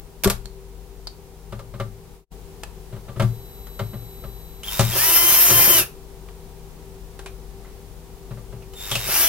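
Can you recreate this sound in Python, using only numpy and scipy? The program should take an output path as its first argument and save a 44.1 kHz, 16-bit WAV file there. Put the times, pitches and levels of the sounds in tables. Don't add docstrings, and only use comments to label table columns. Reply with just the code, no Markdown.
import sys
import numpy as np
from scipy import signal
from scipy.fft import rfft, irfft
from scipy.io import wavfile

SR = 44100
rng = np.random.default_rng(int(sys.argv[2]) if len(sys.argv) > 2 else 0)


def inscribe(sig):
    pcm = np.round(np.clip(np.atleast_2d(sig).T, -1, 1) * 32767)
    wavfile.write(sys.argv[1], SR, pcm.astype(np.int16))


N = 409248
T = np.arange(N) / SR
FREQS = np.fft.rfftfreq(N, 1 / SR)

# (touched [s], screw loose [s], pressed home [s], eased off [s], gear take-up [s],
# gear level [dB], treble [dB], whistle dip [Hz])
TRIGGER_PULLS = [(3.265, 4.631, 4.918, 5.705, 0.075, -13, 2.5, 605),
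                 (8.715, 8.742, 9.056, 9.6, 0.27, -11, 0.5, 516)]
# (multiple of the shaft rate [-], boost at top speed [dB])
GEAR_TONES = [(1, 9), (3, 7), (6, 5), (9, 15), (12, 6), (16, 10), (18, 11), (19, 9), (26, 6), (28, 6),
              (30, 9), (31, 9), (33, 10), (35, 9), (37, 16), (38, 11), (39, 7), (43, 13), (45, 7)]
# (frequency [Hz], level [dB])
HOUSING_COLOUR = [(150, -22), (330, -8), (600, -3.5), (1100, -1), (1800, -1.5), (2800, 1), (4000, -4.5),
                  (5400, 2), (7800, -5), (10000, 0.5), (11500, 3), (13000, 5), (14100, 2), (15300, 3.5)]
TREBLE_BAND = [(3000, -40), (5500, -8), (10000, 0)]
# (stalled level [dB], loaded level [dB])
WHISTLE_HARMONICS = [(-6.5, 4), (-9.5, 2), (3, -7)]
# (time [s], level [dB])
SCREW_CATCHES = [(4.958, -23), (5.084, -28.5), (5.242, -29), (5.32, -27.5), (5.51, -17.5), (5.594, -20.5),
                 (5.68, -18), (5.735, -33), (5.806, -25), (9.09, -28.5)]
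# (time [s], pitch [Hz], glide [Hz/s], level [dB])
THREAD_SQUEAKS = [(4.645, 3200, 14000, -30), (4.687, 3160, -5000, -23.5), (4.935, 3240, 0, -23.5),
                  (8.957, 2780, 2, -26)]
# (time [s], level [dB], thump offset [dB], tick offset [dB])
CASE_KNOCKS = [(0.2723, -10, -13.5, -13), (1.523, -22, -1.5, -16), (1.592, -25, -15, -10),
               (1.737, -24.5, -0.5, -26), (1.799, -12.5, -7, -16.5), (2.924, -31.5, 5, -31),
               (2.961, -32.5, -0.5, -17), (3.08, -28.5, -0.5, -43), (3.159, -29, 8.5, -33),
               (3.197, -9, -3.5, -15.5), (3.221, -16, 2.5, -11), (3.792, -14.5, -3.5, -17.5),
               (3.932, -27.5, 2, -32), (4.237, -27, -1, -17), (4.793, -3, -5, -3.5), (4.806, -13, -11, 0),
               (5.504, -11.5, -9, 2), (8.306, -30, 4, -28), (8.371, -34, -2, -26), (8.525, -33.5, 3.5, -18),
               (8.913, -17, -5, 0), (8.954, -16, -13, 4.5)]
# (time [s], level [dB], ring [Hz], ring offset [dB], body offset [dB], t60 [s])
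BIT_CLICKS = [(0.236, -6.5, 13500, -1, -9, 0.059), (0.2441, 0.5, 11600, -4.5, -8, .02),
              (0.25, -9, 12100, 0, -4, 0.043), (0.274, -10, 13000, -7, -0.5, .03),
              (0.299, -3, 11840, -2, -7.5, 0.089), (0.456, -23, 4400, -1, -6, .013),
              (1.071, -23.5, 4550, 9, 0, 0.042), (2.634, -20.5, 2600, -9, 0, 0.031),
              (3.669, -36.5, 1460, -1, 6.5, .06), (4.633, -24, 2720, -1, -10, 0.063),
              (6.286, -45, 2400, 3, 12.5, 0.065), (7.191, -29.5, 1570, -7, 3, 0.089),
              (7.26, -26, 2470, -8, 2.5, 0.11), (7.647, -47, 2020, 3.5, 11, 0.45),
              (8.623, -42.5, 2520, 3.5, 3, .07), (8.735, -32, 3100, -9, -1, 0.088),
              (8.915, -15, 3340, 3, -2, 0.21), (8.953, -11, 2670, -2.5, -27, .074)]
# (time [s], level [dB], knock offset [dB])
BENCH_THUDS = [(.2505, -12.5, -6), (0.2569, -5.5, 7.5), (0.2677, -9.5, 1), (0.301, -21, -22),
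               (0.45, -28.5, -18)]
# (frequency [Hz], level [dB], t60 [s])
BRACKET_MODES = [(114, 0, 0.1), (206, -13.5, 0.25), (330, -9, 0.21), (373.4, 0.5, 0.11), (558, 4, 0.036),
                 (1140, -8, 0.043)]
PANEL_MODES = [(115.3, -4.5, 0.47), (133, -7, 0.2), (200.2, -10, .2), (369.3, -10.5, 0.12)]
FRAME_MODES = [(392, -0.5, 0.1), (558.5, 2.5, 0.14), (628, 3, 0.08), (766, -17, 0.03), (937, -13, 0.11),
               (1185, -6, 0.16), (1299, 4.5, 0.037), (1840, -29, .06), (2110, -9, 0.064),
               (2440, -26.5, .09), (2910, -8, 0.051), (3530, -34, 0.028)]
BENCH_MODES = [(31.2, -11, 1), (58.5, -10, 0.33), (115, -3.5, 0.22), (196, 1, 0.163), (250, -12.5, 0.054)]
BENCH_KNOCK_MODES = [(388, 0, .12), (420, -5, .07), (705, -17, .07), (1150, -14, .07), (1405, -14, .06)]
# (frequency [Hz], level [dB])
RATTLE_COLOUR = [(150, -26.5), (400, 6.5), (1300, 5.5), (2400, -4.5), (4000, -4.5), (8000, -38),
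                 (16000, -16)]
TICK_COLOUR = [(500, -28), (2000, 1.5), (4000, 3.5), (8000, 3.5), (12500, -2.5), (16000, -19)]
RUMBLE_COLOUR = [(30, 4), (80, 9), (130, 7.5), (220, 5.5), (300, -20), (600, -28)]
TAIL_COLOUR = [(150, -26), (700, 8.5), (5000, 4.5), (15000, 1.5)]
AIR_COLOUR = [(12, -56), (20, -7), (56, -5.5), (70, -5.5), (166, -14), (225, -16.5), (315, -18.5),
              (352, -20.5), (393, -8), (427, -15), (491, -13), (534, -24.5), (788, -22), (1540, -32.5),
              (15500, -36.5)]
# (frequency [Hz], level [dB])
HUM_TONES = [(48.4, -43), (161.5, -50.5), (199.2, -63.5), (387.6, -49), (473.7, -70), (780.6, -64),
             (947.5, -66.5)]
# (frequency [Hz], likeness [0-1])
CLOSE_LIKENESS = [(100, .9), (400, 0.7), (900, 0.77), (2500, 1), (6000, 0.1), (14000, .05)]
ROOM_LIKENESS = [(100, 0.62), (400, 0.8), (900, 0.63), (2500, 0.081), (6000, 0.01), (14000, 0.028)]
# (frequency [Hz], left minus right [dB])
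MIC_BALANCE = [(25, 17), (60, 8), (125, 6), (400, 1.5), (1000, 1.5), (2500, -0.5), (6000, -0.2),
               (13000, 2.5)]
# (time [s], level [dB])
LEVEL_DIP = [(2.15, -7), (2.2, -13.5), (2.24, -24), (2.26, -54), (2.3, -45), (2.318, -5)]

CRAWL_HZ, TOP_SPEED_HZ = 101, 345.9
CHOP_HZ, SAG_HZ, LOAD_S, DIP_S = 3950, 238, .02, .039
STALLED_DB, STALL_SWELL_DB, LOADED_DB, CHOP_FADE_DB_PER_S = -52, 6, -40, 497


def screwdriver(freeing_db_per_s=2, brake_after_s=.098, brake_db_per_s=442):
    out = np.zeros((2, N))
    for touched, loose, home, eased, take_up_s, db, treble_db, dip_hz in TRIGGER_PULLS:
        t = touched + np.arange(3 * SR) / SR
        freeing_db = freeing_db_per_s * np.maximum(t - home, 0)
        braking_db = brake_db_per_s * np.maximum(t - eased - brake_after_s, 0)
        drive = rise(t - loose, take_up_s) * undb(db + freeing_db - braking_db)
        whirr = gears(t, motor_speed(t, home, eased), treble_db)
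        add(out, touched, drive * whirr + trigger_whistle(t, touched, loose, home, dip_hz))
    return out


def motor_speed(t, home, eased, race_s=.045, creep_s=.135, creep_share=.14, slowing_hz_per_s2=4000):
    race = (1 - creep_share) * rise(t - home, race_s) + creep_share * rise(t - home, creep_s)
    slowing = slowing_hz_per_s2 * np.maximum(t - eased, 0) ** 2
    return CRAWL_HZ + np.maximum((TOP_SPEED_HZ - CRAWL_HZ) * race - slowing, 0)


def gears(t, hz, treble_db, louder_db_per_octave=3.5, brighter_db_per_octave=2.3):
    speed = hz / TOP_SPEED_HZ
    wobble = .00062 + .0132 * (1 - speed)
    turn = phase_of(hz * (1 + wobble * walk(140, t)))
    impacts = rng.standard_normal((2, len(t)))
    impacts *= undb(2.5 * np.repeat(rng.standard_normal(len(t) // 8 + 1), 8)[:len(t)])
    impacts *= (1 + .4 * np.sin(turn)) * undb(walk(60, t))
    whine = gear_whine(t, turn, speed)
    teeth = unit(colour(pair(impacts, CLOSE_LIKENESS), HOUSING_COLOUR))
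    whirr = undb(-.5) * whine + undb(.14) * teeth
    octaves = np.log2(speed)
    treble_gain = undb(treble_db + brighter_db_per_octave * octaves)
    return undb(louder_db_per_octave * octaves) * (whirr + (treble_gain - 1) * colour(whirr, TREBLE_BAND))


def gear_whine(t, turn, speed, flutter_db=4, path_spread_rad=.27):
    on = speed > .4
    boost_db = dict(GEAR_TONES)
    tones, power = np.zeros((2, len(t))), 0
    for multiple in range(1, 48):
        gain = undb(boost_db.get(multiple, 0) * speed[on] ** 8)
        power = power + gain ** 2
        phase = 2 * np.pi * rng.random() + path_spread_rad * rng.standard_normal((2, 1))
        tones[:, on] += gain * undb(flutter_db * walk(24, t[on])) * np.sin(multiple * turn[on] + phase)
    tones[:, on] /= np.sqrt(power)
    tones = colour(tones, HOUSING_COLOUR)
    return tones / np.sqrt(np.mean(tones[:, on] ** 2)) * np.clip(2 * speed - 1, 0, 1)


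def trigger_whistle(t, touched, loose, home, dip_hz, flutter_db=3):
    load = rise(t - loose, LOAD_S)
    hz = CHOP_HZ - load * (SAG_HZ + dip_hz * (1 - rise(t - loose, DIP_S)))
    squeeze = np.sqrt(np.abs(np.sin(np.pi * np.clip((t - touched) / (loose - touched), 0, 1))))
    db = STALLED_DB + STALL_SWELL_DB * squeeze + load * (LOADED_DB - STALLED_DB)
    db -= CHOP_FADE_DB_PER_S * np.maximum(t - home, 0)
    jitter = .0003 + .025 * load
    phase = phase_of(hz * (1 + jitter * walk(700, t)))
    tone = 0
    for harmonic, (stalled_db, loaded_db) in enumerate(WHISTLE_HARMONICS, 1):
        shift_db = load * (loaded_db - stalled_db + flutter_db * walk(70, t))
        tone += undb(stalled_db + shift_db) * np.sin(harmonic * phase)
    return np.sqrt(2) * undb(db) * rise(t - touched, LOAD_S) * tone


def screw_rattle(rattle_db=-5, swell_s=.016, t60=.2):
    t = np.arange(SR // 4) / SR
    skips = rng.standard_normal(N) * (rng.random(N) < 500 / SR)
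    bracket = unit(signal.fftconvolve(skips, ring(BRACKET_MODES, t))[:N])
    grip = sum(undb(db) * (1 - rise(at - T, swell_s)) * fade(np.clip(T - at, 0, 1), t60)
               for at, db in SCREW_CATCHES)
    return (bracket + undb(rattle_db) * noise(RATTLE_COLOUR, N)) * grip


def thread_squeaks(width_s=.0096, jitter=.019):
    out, t = np.zeros((2, N)), np.arange(-SR // 20, SR // 20) / SR
    for at, hz, glide, db in THREAD_SQUEAKS:
        phase = phase_of((hz + glide * t) * (1 + jitter * walk(592, t - t[0])))
        add(out, at + t[0], np.sqrt(2) * undb(db) * np.exp(-(t / width_s) ** 2) * np.sin(phase))
    return out


def case_knocks(contact_s=.00077, swell_s=.0076):
    out, t = np.zeros((2, N)), np.arange(SR // 2) / SR
    swell = rise(t, swell_s)
    for start, db, thump_db, tick_db in CASE_KNOCKS:
        contact = rise(t, contact_s * 2 ** (-tick_db / 9.5))
        rumble = peak(noise(RUMBLE_COLOUR, len(t)) * fade(t, t60=.45) * swell)
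        thump = peak(ring(PANEL_MODES, t, detune=.023) * swell) + undb(-7) * rumble
        clack = peak(ring(FRAME_MODES, t) * contact)
        rattle = peak(noise(RATTLE_COLOUR, len(t)) * fade(t, t60=.091) * contact)
        tick = peak(noise(TICK_COLOUR, len(t)) * fade(t, t60=.097))
        blow = undb(thump_db + 3) * thump + undb(-2) * clack + undb(-1) * rattle + undb(tick_db + 4) * tick
        add(out, start, undb(db) * blow)
    return out


def bit_clicks(contact_s=.00077, gain_db=2):
    out, t = np.zeros((2, N)), np.arange(SR // 4) / SR
    snap, tail = undb(3) * fade(t, t60=.014), undb(-24) * fade(t, t60=.22)
    for start, db, hz, ring_db, body_db, t60 in BIT_CLICKS:
        resonance = [(hz / 2, -40), (hz * .86, -14), (hz, 0), (hz * 1.14, -14), (hz * 2, -40)]
        envelope = (snap + fade(t, t60) + tail) * rise(t, contact_s)
        for spectrum, part_db in ((TICK_COLOUR, 0), (resonance, ring_db), (RATTLE_COLOUR, body_db)):
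            add(out, start, undb(db + part_db + gain_db) * peak(noise(spectrum, len(t)) * envelope))
    return out


def bench_thuds(contact_s=.0012):
    out, t = np.zeros((2, N)), np.arange(SR // 2) / SR
    for start, db, knock_db in BENCH_THUDS:
        knock = undb(knock_db - 5) * peak(ring(BENCH_KNOCK_MODES, t))
        boom = peak(ring(BENCH_MODES, t))
        add(out, start, undb(db) * (boom + knock) * rise(t, contact_s))
    return out


def room_reflections(direct, wet_db=-15, t60=.22):
    t = np.arange(SR // 3) / SR
    tail = rng.standard_normal((2, len(t))) * fade(t, t60) * (t > .004)
    tail = colour(tail / np.sqrt(np.sum(tail[0] ** 2)), TAIL_COLOUR)
    return direct + undb(wet_db) * signal.fftconvolve(direct, tail, axes=1)[:, :N]


def room_tone(air_db=-39, hum_db=2.5, waver_db=2, drift=.00393):
    air = noise(AIR_COLOUR, N, ROOM_LIKENESS) * undb(air_db + .11 * walk(5.8))
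    hum = sum(undb(db + waver_db * walk(7)) * np.sin(phase_of(hz * (1 + drift * walk(9))))
              for hz, db in HUM_TONES)
    return air + np.sqrt(2) * undb(hum_db) * hum


def ring(modes, t, detune=.0084):
    chance = rng.standard_normal((len(modes), 3))
    return sum(undb(db + shift_db) * fade(t, t60) * np.sin(2 * np.pi * (hz * (1 + detune * bend) * t + phase))
               for (hz, db, t60), (shift_db, bend, phase) in zip(modes, chance))


def noise(spectrum, size, likeness=CLOSE_LIKENESS):
    return unit(colour(pair(rng.standard_normal((2, size)), likeness), spectrum))


def pair(x, likeness):
    n = x.shape[-1]
    alike = across(likeness, np.fft.rfftfreq(n, 1 / SR))
    mid, side = rfft(x) * np.sqrt([1 + alike, 1 - alike])
    return irfft(np.array([mid + side, mid - side]), n)


def colour(x, spectrum):
    n = x.shape[-1]
    return irfft(rfft(x) * undb(across(spectrum, np.fft.rfftfreq(n, 1 / SR))), n)


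def across(points, freqs):
    hz, value = np.transpose(points)
    return np.interp(np.log(freqs + 1), np.log(hz), value)


def walk(rate_hz, t=T):
    knots = rng.standard_normal(8192)
    return 1.213 * np.interp(t * rate_hz, np.arange(len(knots)), knots)


def phase_of(hz):
    return 2 * np.pi * np.cumsum(hz) / SR


def rise(t, seconds):
    return 1 - np.exp(-np.maximum(t, 0) / seconds)


def fade(t, t60):
    return np.exp(-np.log(1000) * t / t60)


def undb(db):
    return 10 ** (np.asarray(db) / 20)


def unit(x):
    return x / np.sqrt(np.mean(x ** 2))


def peak(x):
    return x / np.abs(x).max()


def add(out, start, x):
    i = int(start * SR)
    out[:, i:i + x.shape[-1]] += x[..., :N - i]


def scene(lag_s=5.5e-5, max_lag_rad=1.94):
    contacts = bench_thuds() + case_knocks() + bit_clicks()
    left, right = contacts + screwdriver() + screw_rattle() + thread_squeaks()
    lag_rad = np.minimum(2 * np.pi * FREQS * lag_s, max_lag_rad)
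    left = irfft(rfft(left) * np.exp(-1j * lag_rad), N)
    return room_reflections(np.array([left, right])) + room_tone()


def record(dry, clip_at=.85, top_hz=15780):
    dipped = dry * undb(np.interp(T, *np.transpose(LEVEL_DIP)))
    lean_db = across(MIC_BALANCE, FREQS) / 2
    ports = irfft(rfft(dipped) * undb([lean_db, -lean_db]), N)
    top_db = np.interp(FREQS, [top_hz, top_hz + 500], [0, -70])
    return irfft(rfft(np.clip(ports, -clip_at, clip_at)) * undb(top_db), N)


dry = scene()
out = record(dry)
inscribe(out)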